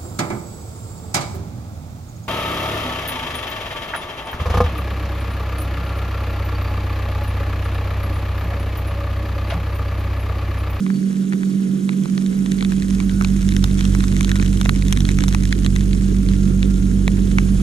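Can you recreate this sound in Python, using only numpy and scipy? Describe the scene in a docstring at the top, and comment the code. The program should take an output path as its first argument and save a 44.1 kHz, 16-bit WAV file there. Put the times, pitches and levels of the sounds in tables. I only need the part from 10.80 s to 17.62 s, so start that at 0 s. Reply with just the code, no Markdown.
"""A loud low hum, perhaps a water pump, and the fine hiss of a spinning garden sprinkler.
The spray washes over the beds, droplets patter on leaves, and faint thin tones come and go.
A deep throb swells in under the hum and stays. The microphone moves close to the sprinkler and
away again; up close, spatter crackles and big drops tick thickly, ringing the wet housing."""
import sys
import numpy as np
from scipy import signal
from scipy.fft import rfft, irfft, next_fast_len
from scipy.io import wavfile
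from scipy.ndimage import uniform_filter1d, map_coordinates

SR = 44100
rng = np.random.default_rng(int(sys.argv[2]) if len(sys.argv) > 2 else 0)


def int16_out(signal):
    """Quantize to a 16-bit WAV file."""
    q = np.round(np.clip(np.atleast_2d(signal).T, -1, 1) * 32767)
    wavfile.write(sys.argv[1], SR, q.astype(np.int16))


N = 300762
TIME_S = np.arange(N) / SR


def amp(db):
    return 10 ** (np.asarray(db) / 20)


def unit(x):
    return x / np.sqrt(np.mean(x ** 2) + 1e-20)


def each_unit(stack):
    """Each stereo sound of a stack at rms 1."""
    return stack / np.sqrt(np.mean(stack ** 2, axis=(1, 2), keepdims=True))


def along(points, hz):
    """Interpolate (f/Hz, value) points on a log axis."""
    f, v = np.transpose(points)
    return np.interp(np.log(hz + 1), np.log(f), v)


def curve(points):
    """Interpolate (t/s, value) points per sample."""
    return np.interp(TIME_S, *np.transpose(points))


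def bell(centre_s, sigma_s):
    return np.exp(-.5 * ((TIME_S - centre_s) / sigma_s) ** 2)


def closeness():
    """One pass of the microphone: 0 far from the sprinkler, 1 at it."""
    return bell(centre_s=3.8, sigma_s=1.2)


def wobble(rate_hz):
    """Smooth random curve, rate_hz knots a second."""
    knots = rng.standard_normal(int(N * rate_hz / SR) + 4)
    return map_coordinates(knots, [np.arange(N) * rate_hz / SR])


def filtered(x, response):
    """Apply a frequency response by padded FFT."""
    n = x.shape[-1]
    padded = next_fast_len(n + min(n, SR // 2))
    return irfft(rfft(x, padded) * response(np.fft.rfftfreq(padded, 1 / SR)), padded)[..., :n]


def narrow(centre_hz, width_hz, channels):
    """Narrowband noise at rms 1, heard as a wavering tone."""
    white = rng.standard_normal((channels, N))
    return unit(filtered(white, lambda hz: 1 / (1 + (2 * (hz - centre_hz) / width_hz) ** 2)))


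def pan(left_db):
    """Left and right gains, mean 1."""
    gains = amp([[left_db / 2], [-left_db / 2]])
    return gains / gains.mean()


def add(track, start_s, sound):
    start = int(np.clip(round(start_s * SR), 0, N - 1))
    track[:, start:start + sound.shape[1]] += sound[:, :N - start]


# Microphone port pair: f/Hz, left minus right/dB, phase difference/rad, coherence/0-1
PORT_RESPONSE = [(100, -3, 1.3, 0.8), (217, -8.5, 0.099, 0.64), (430, -11.5, 1.73, 0.92),
                 (577, -6, 2.36, 0.83), (803, -2, 4, 0.97), (1460, 0.5, 1.97, 0.4), (2190, 1, 2.23, 0.87),
                 (3200, -1.5, 0.54, 0.67), (3900, -2.5, 0.36, 0.84), (5100, -7.5, 1.5, 0.82),
                 (8340, -4.5, 0.5, 0.9), (11600, 0.5, 1.45, 0.7)]


def ports(pair, spectrum, focus=1):
    """Shared and diffuse signals to left and right; the mid gets the spectrum, focus scales coherence."""
    def response(hz):
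        table = np.array(PORT_RESPONSE)
        balance_db, phase, coherence = (along(table[:, [0, k]], hz) for k in (1, 2, 3))
        turn = np.arccos(np.clip(coherence * focus, 0, 1)) / 2
        left = amp(balance_db / 2) * np.exp(.5j * phase)
        mix = np.array([[np.cos(turn) * left, np.sin(turn) * left],
                        [np.cos(turn) / left, -np.sin(turn) / left]])
        return mix * amp(along(spectrum, hz)) / np.linalg.norm(mix.mean(axis=0), axis=0)
    return filtered(pair[..., None, :, :], response).sum(axis=-2)


def rush(spectrum, patchy_db):
    """Stereo noise with random time-frequency patches of gain; mid at rms 1."""
    bins = signal.stft(rng.standard_normal((2, N)), nperseg=256)[2]
    patches = uniform_filter1d(rng.standard_normal(bins.shape[1:]), size=8, axis=0)
    patches = unit(uniform_filter1d(patches, size=4, axis=1))
    pair = signal.istft(bins * amp(patchy_db * patches), nperseg=256)[1][:, :N]
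    stereo = ports(pair, spectrum)
    return stereo / stereo.mean(axis=0).std()


# Hum tone: t/s, level/dB
HUM_LEVEL = [(0, -19.5), (2.3, -19), (3.6, -20.5), (4.8, -23), (5.5, -19.5), (6.82, -19.5)]
# Brief dips: t/s, depth/dB
LEVEL_DIPS = [(1.265, 6), (2.87, 8), (4.18, 9)]
# Side tones: f/Hz, width/Hz, level/dB
HUM_SIDE_TONES = [(144.5, 11, -37.5), (236.8, 16, -35.5), (289, 12.4, -38), (331.7, 14, -45.5)]
# Noise around the hum: f/Hz, relative density/dB
DRONE_SPECTRUM = [(90, -47), (115, -22.5), (145, 2), (200, 0.5), (330, -4.5), (365, -10.5), (410, -11),
                  (500, -19.5), (650, -31.5), (900, -82)]


def hum(hum_hz=192.25, neighbour_hz=199.8, onset_s=.012):
    """A tone with a faint octave beats with a weaker neighbour, amid side tones and slowly rising noise."""
    level_db = curve(HUM_LEVEL) - sum(depth * bell(s, sigma_s=0.015) for s, depth in LEVEL_DIPS)
    phase = 2 * np.pi * np.cumsum(hum_hz + 0.23 * wobble(2.9)) / SR + 0.24 * wobble(30)
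    tone = np.sin(phase) * pan(-6)
    octave = amp(-23.5 - 6.5 * closeness()) * np.sin(2 * phase) * pan(-13)
    neighbour = amp(-13) * np.sin(2 * np.pi * neighbour_hz * TIME_S) * pan(-2.5)
    sides = sum(amp(db) * narrow(hz, width, channels=1) for hz, width, db in HUM_SIDE_TONES) * pan(-9)
    drone = amp(-30.5 + 0.52 * TIME_S) * rush(DRONE_SPECTRUM, patchy_db=1.5)
    gain = np.sqrt(2) * amp(level_db + 0.68 * wobble(28))
    fade_in = np.sin(np.pi / 2 * np.minimum(TIME_S / onset_s, 1)) ** 2
    return fade_in * (gain * (tone + octave + neighbour) + sides + drone)


# Base for wash, hiss and mist: t/s, level/dB
SPRAY_LEVEL = [(0, -50.5), (1.1, -50), (1.9, -47.5), (3.2, -45.5), (3.9, -46.5), (4.8, -47.5), (6.3, -48),
               (6.82, -45.5)]
# Water on leaves: f/Hz, relative density/dB
WASH_SPECTRUM = [(300, -11), (600, 3), (800, 0), (1050, 0.5), (1400, 5.5), (1900, 1.5), (2600, 1),
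                 (3300, 3.5), (4000, 1.5), (4700, -3.5), (6000, -2.5), (10000, -42)]
# Nozzle: f/Hz, relative density/dB
HISS_SPECTRUM = [(2000, -24), (4500, -8), (5500, -4.5), (6300, 1.5), (7300, 0.5), (8300, -3.5), (9800, -1),
                 (11000, -10.5), (12500, -9), (14000, -22), (15500, -48)]


def spray():
    """The jet hisses at the nozzle and washes over the leaves; both flutter together."""
    base_db, flutter = curve(SPRAY_LEVEL), wobble(60)
    wash = amp(base_db + 1.24 - 2 * closeness() + 0.98 * flutter) * rush(WASH_SPECTRUM, patchy_db=1.5)
    hiss = amp(base_db + 0.3 + 0.39 * flutter) * rush(HISS_SPECTRUM, patchy_db=2)
    return wash + hiss


# Finest droplets: f/Hz, relative density/dB
MIST_SPECTRUM = [(1500, -20), (3500, 2), (4700, 0), (6500, 5.5), (10000, 5.5), (13000, -25), (15500, -26)]


def mist(rate_per_s=250, spread_db=4):
    """The finest droplets prickle in the treble, following the spray's level."""
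    hits = rng.random((2, N)) < rate_per_s / SR
    impulses = hits * amp(spread_db * np.clip(rng.standard_normal((2, N)), -2, 2))
    return amp(curve(SPRAY_LEVEL) - 6) * unit(ports(impulses, MIST_SPECTRUM))


def patter(far_per_s=15, close_extra_per_s=22, centre_hz=2700, scatter_oct=0.27):
    """Small drops fall at random, thicker and harder near the sprinkler."""
    close = closeness()
    hits = np.flatnonzero(rng.random(N) < (far_per_s + close_extra_per_s * close) / SR)
    size, spot, softness, wetness = np.clip(rng.standard_normal((len(hits), 4)), -1.5, 1.5).T
    tap_db = -51.5 + 6 * close[hits] + 2.5 * size
    pitch_hz = centre_hz * 2 ** (scatter_oct * spot)
    thud_db, splash_db = -5 + 3 * softness, -3 + 3 * wetness
    return drops(np.transpose([hits / SR, tap_db, pitch_hz, thud_db, splash_db]))


# Thin tones: start/s, end/s, f/Hz, width/Hz, relative level/dB
THIN_TONES = [(0.06, 0.28, 4490, 40, -54), (0.62, 0.74, 4480, 40, -55), (2.276, 2.48, 1470, 140, -46),
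              (3.45, 3.66, 1450, 200, -45), (5.35, 6.202, 1398, 40, -55.5)]


def thin_tones():
    """Faint narrow bands of noise swell and fade."""
    out = np.zeros((2, N))
    for start_s, end_s, hz, width_hz, db in THIN_TONES:
        progress = np.clip((TIME_S - start_s) / (end_s - start_s), 0, 1)
        envelope = np.sqrt(np.abs(np.sin(np.pi * progress)))
        out += amp(db + 0.5) * narrow(hz, width_hz, channels=2) * envelope
    return out


# Drop impact: f/Hz, gain/dB
IMPACT_SPECTRUM = [(300, 7), (550, 10.5), (850, 1.5), (1500, 3.5), (4200, 8.5), (4800, 7.5), (6000, 8.5),
                   (8300, 10), (11000, 5.5), (13500, -10), (15500, -16)]
TOUCH_S = .0013  # first touch to slap


def impacts(count, slap_t60_s=0.0099, scatter_t60_s=.022, roughness=0.12):
    """Stereo force of each drop: it touches, slaps down and throws off spray."""
    t = np.arange(SR // 50) / SR - 2 * TOUCH_S
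    touch = amp(-12) * (t > -TOUCH_S)
    slap = amp(-60 * np.abs(t) / slap_t60_s)
    scatter = amp(-21 - 60 * np.abs(t) / scatter_t60_s)
    force = roughness * np.where(t < 0, touch, slap + scatter) * rng.standard_normal((count, 2, len(t)))
    hit = np.searchsorted(t, 0)
    force[:, 0, hit] += 1
    lag = rng.integers(SR // 1500, size=count)  # the slap runs round the housing in up to 0.7 ms
    force[np.arange(count), 1, hit + lag] += .35
    return ports(force, IMPACT_SPECTRUM, focus=0.71)


def ring(force, edges_hz, order):
    """Causal band-pass resonance, slightly detuned per drop, each at rms 1."""
    low, high = edges_hz
    detune = 2 ** (.08 * rng.uniform(-1.74, 1, (len(force), 1, 1)))
    denominator = signal.butter(order, 1, analog=True)[1]

    def response(hz):
        detuned_hz = (hz + 1) / detune
        offset = (detuned_hz - low * high / detuned_hz) / abs(high - low)
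        return 1 / np.polyval(denominator, 1j * offset)
    return each_unit(filtered(force, response))


# Tap resonances of the wet housing: lower edge/Hz, upper edge/Hz
TAP_BANDS = [(1550, 2520), (2750, 4150)]
THUD_BAND_HZ, SPLASH_BAND_HZ, SNAP_BAND_HZ = (923, 1840), (5100, 6500), (8360, 13100)
# Big drops on the housing: t/s, tap level/dB, f/Hz, thud re tap/dB, splash re tap/dB
HOUSING_DROPS = [(0.0647, -51, 1930.0, 15, -11), (0.1026, -53, 1930.0, 18, -24),
                 (0.5245, -48, 2090.0, 13, -13), (0.5335, -42, 2180, 7, -13.5),
                 (0.6334, -50, 2160.0, 13.5, -10), (1.0922, -33, 2200, 1, -12),
                 (1.2574, -46.0, 2600, 7, -13), (1.3784, -35.5, 2950, 0, -8),
                 (1.4626, -40, 2830, -20.5, -8), (1.6611, -38.5, 3080.0, -2, -4),
                 (1.7191, -33, 2580, -19, -3), (1.7872, -41, 2550, -10, -20),
                 (1.8088, -33, 2420.0, -11, -14), (1.8255, -33.5, 2800.0, 2, -18),
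                 (1.8485, -32, 2620.0, -10, -12), (1.9211, -38.0, 2440.0, 3.5, -3),
                 (2.0226, -35.5, 2450, -15.0, -10), (2.1072, -43, 2830.0, -2, 2.5),
                 (2.2022, -33, 2420.0, -3, -6), (2.295, -36.0, 2670, -15.0, -9),
                 (2.4117, -42.5, 2120.0, 16.5, 0), (2.423, -41.5, 2740.0, 5, 4),
                 (2.4471, -27.5, 2530, -4, -8.5), (2.6899, -33.5, 2600, -10, -1.5),
                 (2.722, -34.5, 2320, -10.0, -15.5), (2.7653, -30, 2720, -5.0, -2),
                 (2.8416, -25.5, 3120, -2, -2.5), (2.9921, -36.5, 2780, -10, -3),
                 (3.0088, -31, 2730, -6, -5.5), (3.0524, -32, 3050.0, -2, -4.0),
                 (3.15, -38, 2550.0, 5, 2.5), (3.2058, -33, 2410, -5, -9), (3.2397, -35.5, 2730.0, 3.5, -2),
                 (3.2821, -40, 2590.0, -4, 1.5), (3.3249, -41, 3000, 1, -5),
                 (3.3661, -33.5, 2570.0, -11, -2), (3.4087, -31, 2900, 2.5, 0.5),
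                 (3.4304, -37.5, 3000, -4, 2), (3.4466, -29.5, 3070, -6, -3),
                 (3.4934, -31.5, 2390.0, -20, -3), (3.5161, -27, 2680, -5, -7),
                 (3.557, -32.5, 2460.0, -1, -4), (3.5987, -33, 2100, 0, -20),
                 (3.6261, -36.5, 2520.0, 1, -2), (3.6615, -36.5, 3100, -10, -5),
                 (3.8131, -28.5, 3000, 1, -3), (3.8527, -35.5, 2900.0, -1, 0),
                 (3.8592, -32.5, 2030.0, 2, -15.5), (3.8932, -25, 3230, 3.5, -5.5),
                 (3.9606, -39.5, 2700, -10, -3), (4.0234, -33.5, 2400.0, -7, -16),
                 (4.0832, -35.5, 2890.0, -9, -0.5), (4.1257, -24.5, 2750, -5, -2.5),
                 (4.1311, -34, 2460.0, -13.0, -1), (4.1734, -30.5, 2680, -2, -5),
                 (4.2052, -32, 3120.0, -7, -1.5), (4.2521, -31, 2970, -15, -6), (4.2897, -27, 2300, -9, -8),
                 (4.3164, -39.5, 2270.0, -7, 3), (4.3874, -33, 2400, 1, -1.5),
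                 (4.4065, -34.5, 2600, -8, -2), (4.4225, -38, 2800, -8, -10),
                 (4.4382, -32.5, 2960, 3.5, 0.5), (4.4819, -31, 2870.0, 0, -1.5),
                 (4.4884, -42, 2950, -6, 8), (4.5265, -35, 3010.0, -5, -2.5), (4.5477, -30, 2320, 4, -1),
                 (4.6355, -38.5, 2470.0, -13, -1), (4.654, -36, 2750.0, -4, -0.5),
                 (4.7265, -23, 2330, -15, -10.5), (4.8472, -33.5, 2960.0, -7, -3),
                 (4.8631, -29.5, 3170.0, -3.5, -6), (4.9619, -29.5, 2400, -10, -5.5),
                 (5.0085, -39, 2820.0, -3, -2), (5.1312, -35, 2760.0, -19, -12),
                 (5.4877, -36, 2830, -8, -18), (5.5357, -39.5, 2490, -19, -17),
                 (5.8291, -29.5, 2650, -10, -13), (6.279, -25.5, 2380.0, -7, -9.5),
                 (6.5144, -39.5, 2370.0, -17.5, -9), (6.585, -24, 2010, 1, -9)]


def drops(rows, octave_off_db=-17):
    """Each impact rings a woody tap, weighted towards its pitch, over a dull thud and a bright splash."""
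    hit_s, tap_db, pitch_hz, thud_db, splash_db = np.transpose(rows)[..., None, None]
    force = impacts(len(rows))
    tap = 0
    for band_hz in TAP_BANDS:
        distance_oct = np.log2(np.mean(band_hz) / pitch_hz)
        tap += amp(octave_off_db * distance_oct ** 2) * ring(force, band_hz, order=2)
    snap = amp(tap_db + splash_db + 20.5) * ring(force, SNAP_BAND_HZ, order=2)  # hard splashes snap more
    splash = amp(splash_db) * (ring(force, SPLASH_BAND_HZ, order=1) + snap)
    thud = amp(thud_db) * ring(force, THUD_BAND_HZ, order=2)
    sounds = amp(tap_db) * (each_unit(tap) + thud + splash)
    out = np.zeros((2, N))
    for start_s, sound in zip(hit_s.ravel() - 2 * TOUCH_S, sounds):
        add(out, start_s, sound)
    return out


# Stroke overtones: harmonic number, relative level/dB
THROB_HARMONICS = [(2, 2), (3, -1), (5, -11), (6, -20), (7, -19)]
# Rumble: f/Hz, relative density/dB
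RUMBLE_SPECTRUM = [(10, -1), (25, 1), (75, 3), (125, 6), (170, -26), (260, -35), (500, -79)]


def throb(stroke_hz=47.3, start_s=1.2, swell_s=2.1):
    """Slightly uneven strokes with phase-locked overtones swell in over a deep rumble and stay."""
    rise = np.clip((TIME_S - start_s) / swell_s, 0, 1)
    swell = amp(-37) + np.sin(np.pi / 2 * rise) ** 2
    phase = 2 * np.pi * stroke_hz * TIME_S + 0.2 * wobble(14)
    overtones = sum(amp(db + 0.44 * np.log(k + 1) * wobble(18)) * np.cos(k * phase)
                    for k, db in THROB_HARMONICS)
    overtones *= amp(-30 + 3.5 * closeness())
    strokes = -np.sqrt(2) * swell * (amp(-18) * np.cos(phase) + overtones)
    deep_noise = unit(filtered(rng.standard_normal(N), lambda hz: amp(along(RUMBLE_SPECTRUM, hz))))
    rumble = amp(-28.5) * swell ** 0.67 * deep_noise
    return (amp(0.55 * wobble(14)) * strokes + rumble) * pan(-4)


# Knocks on the microphone's body: t/s, right-channel level/dB, f/Hz
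BODY_KNOCKS = [(1.2576, -38.5, 650), (3.8582, -27, 560), (6.28, -26, 600)]


def knocks(t60_s=0.0018, left_gain=0.17):
    """A few drops also land with a short, low knock on the microphone's body."""
    out, t = np.zeros((2, N)), np.arange(SR // 50) / SR
    for hit_s, db, hz in BODY_KNOCKS:
        push = np.sin(2 * np.pi * hz * t) * amp(-60 * t / t60_s) * (1 - np.exp(-t * hz))
        add(out, hit_s - TOUCH_S / 2, amp(db) * unit(push) * np.array([[left_gain], [1]]))
    return out


# Fine spatter: f/Hz, relative density/dB
CRACKLE_SPECTRUM = [(700, -18), (1400, -4), (3600, -5.5), (4700, -7), (7000, -6), (15500, -28)]


def crackle(peak_per_s=65, spread_db=4, level_db=-47.5):
    """Near the sprinkler, fine spatter ticks dryly among the big drops."""
    hits = rng.random((2, N)) < peak_per_s * closeness() / SR
    ticks = hits * amp(spread_db * np.clip(rng.standard_normal((2, N)), -2, 1))
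    return amp(level_db) * unit(ports(ticks, CRACKLE_SPECTRUM, focus=0.22))


def scene():
    """Hum and throb below; water and thin tones above."""
    low = hum() + throb()
    water = spray() + mist() + drops(HOUSING_DROPS) + knocks() + patter() + crackle()
    return low + water + thin_tones()


def record(dry):
    """Hard limit at full scale, then cut above 15.7 kHz."""
    return filtered(np.clip(dry, -1, 1), lambda hz: hz < 15700)


dry = scene()
out = record(dry)
int16_out(out)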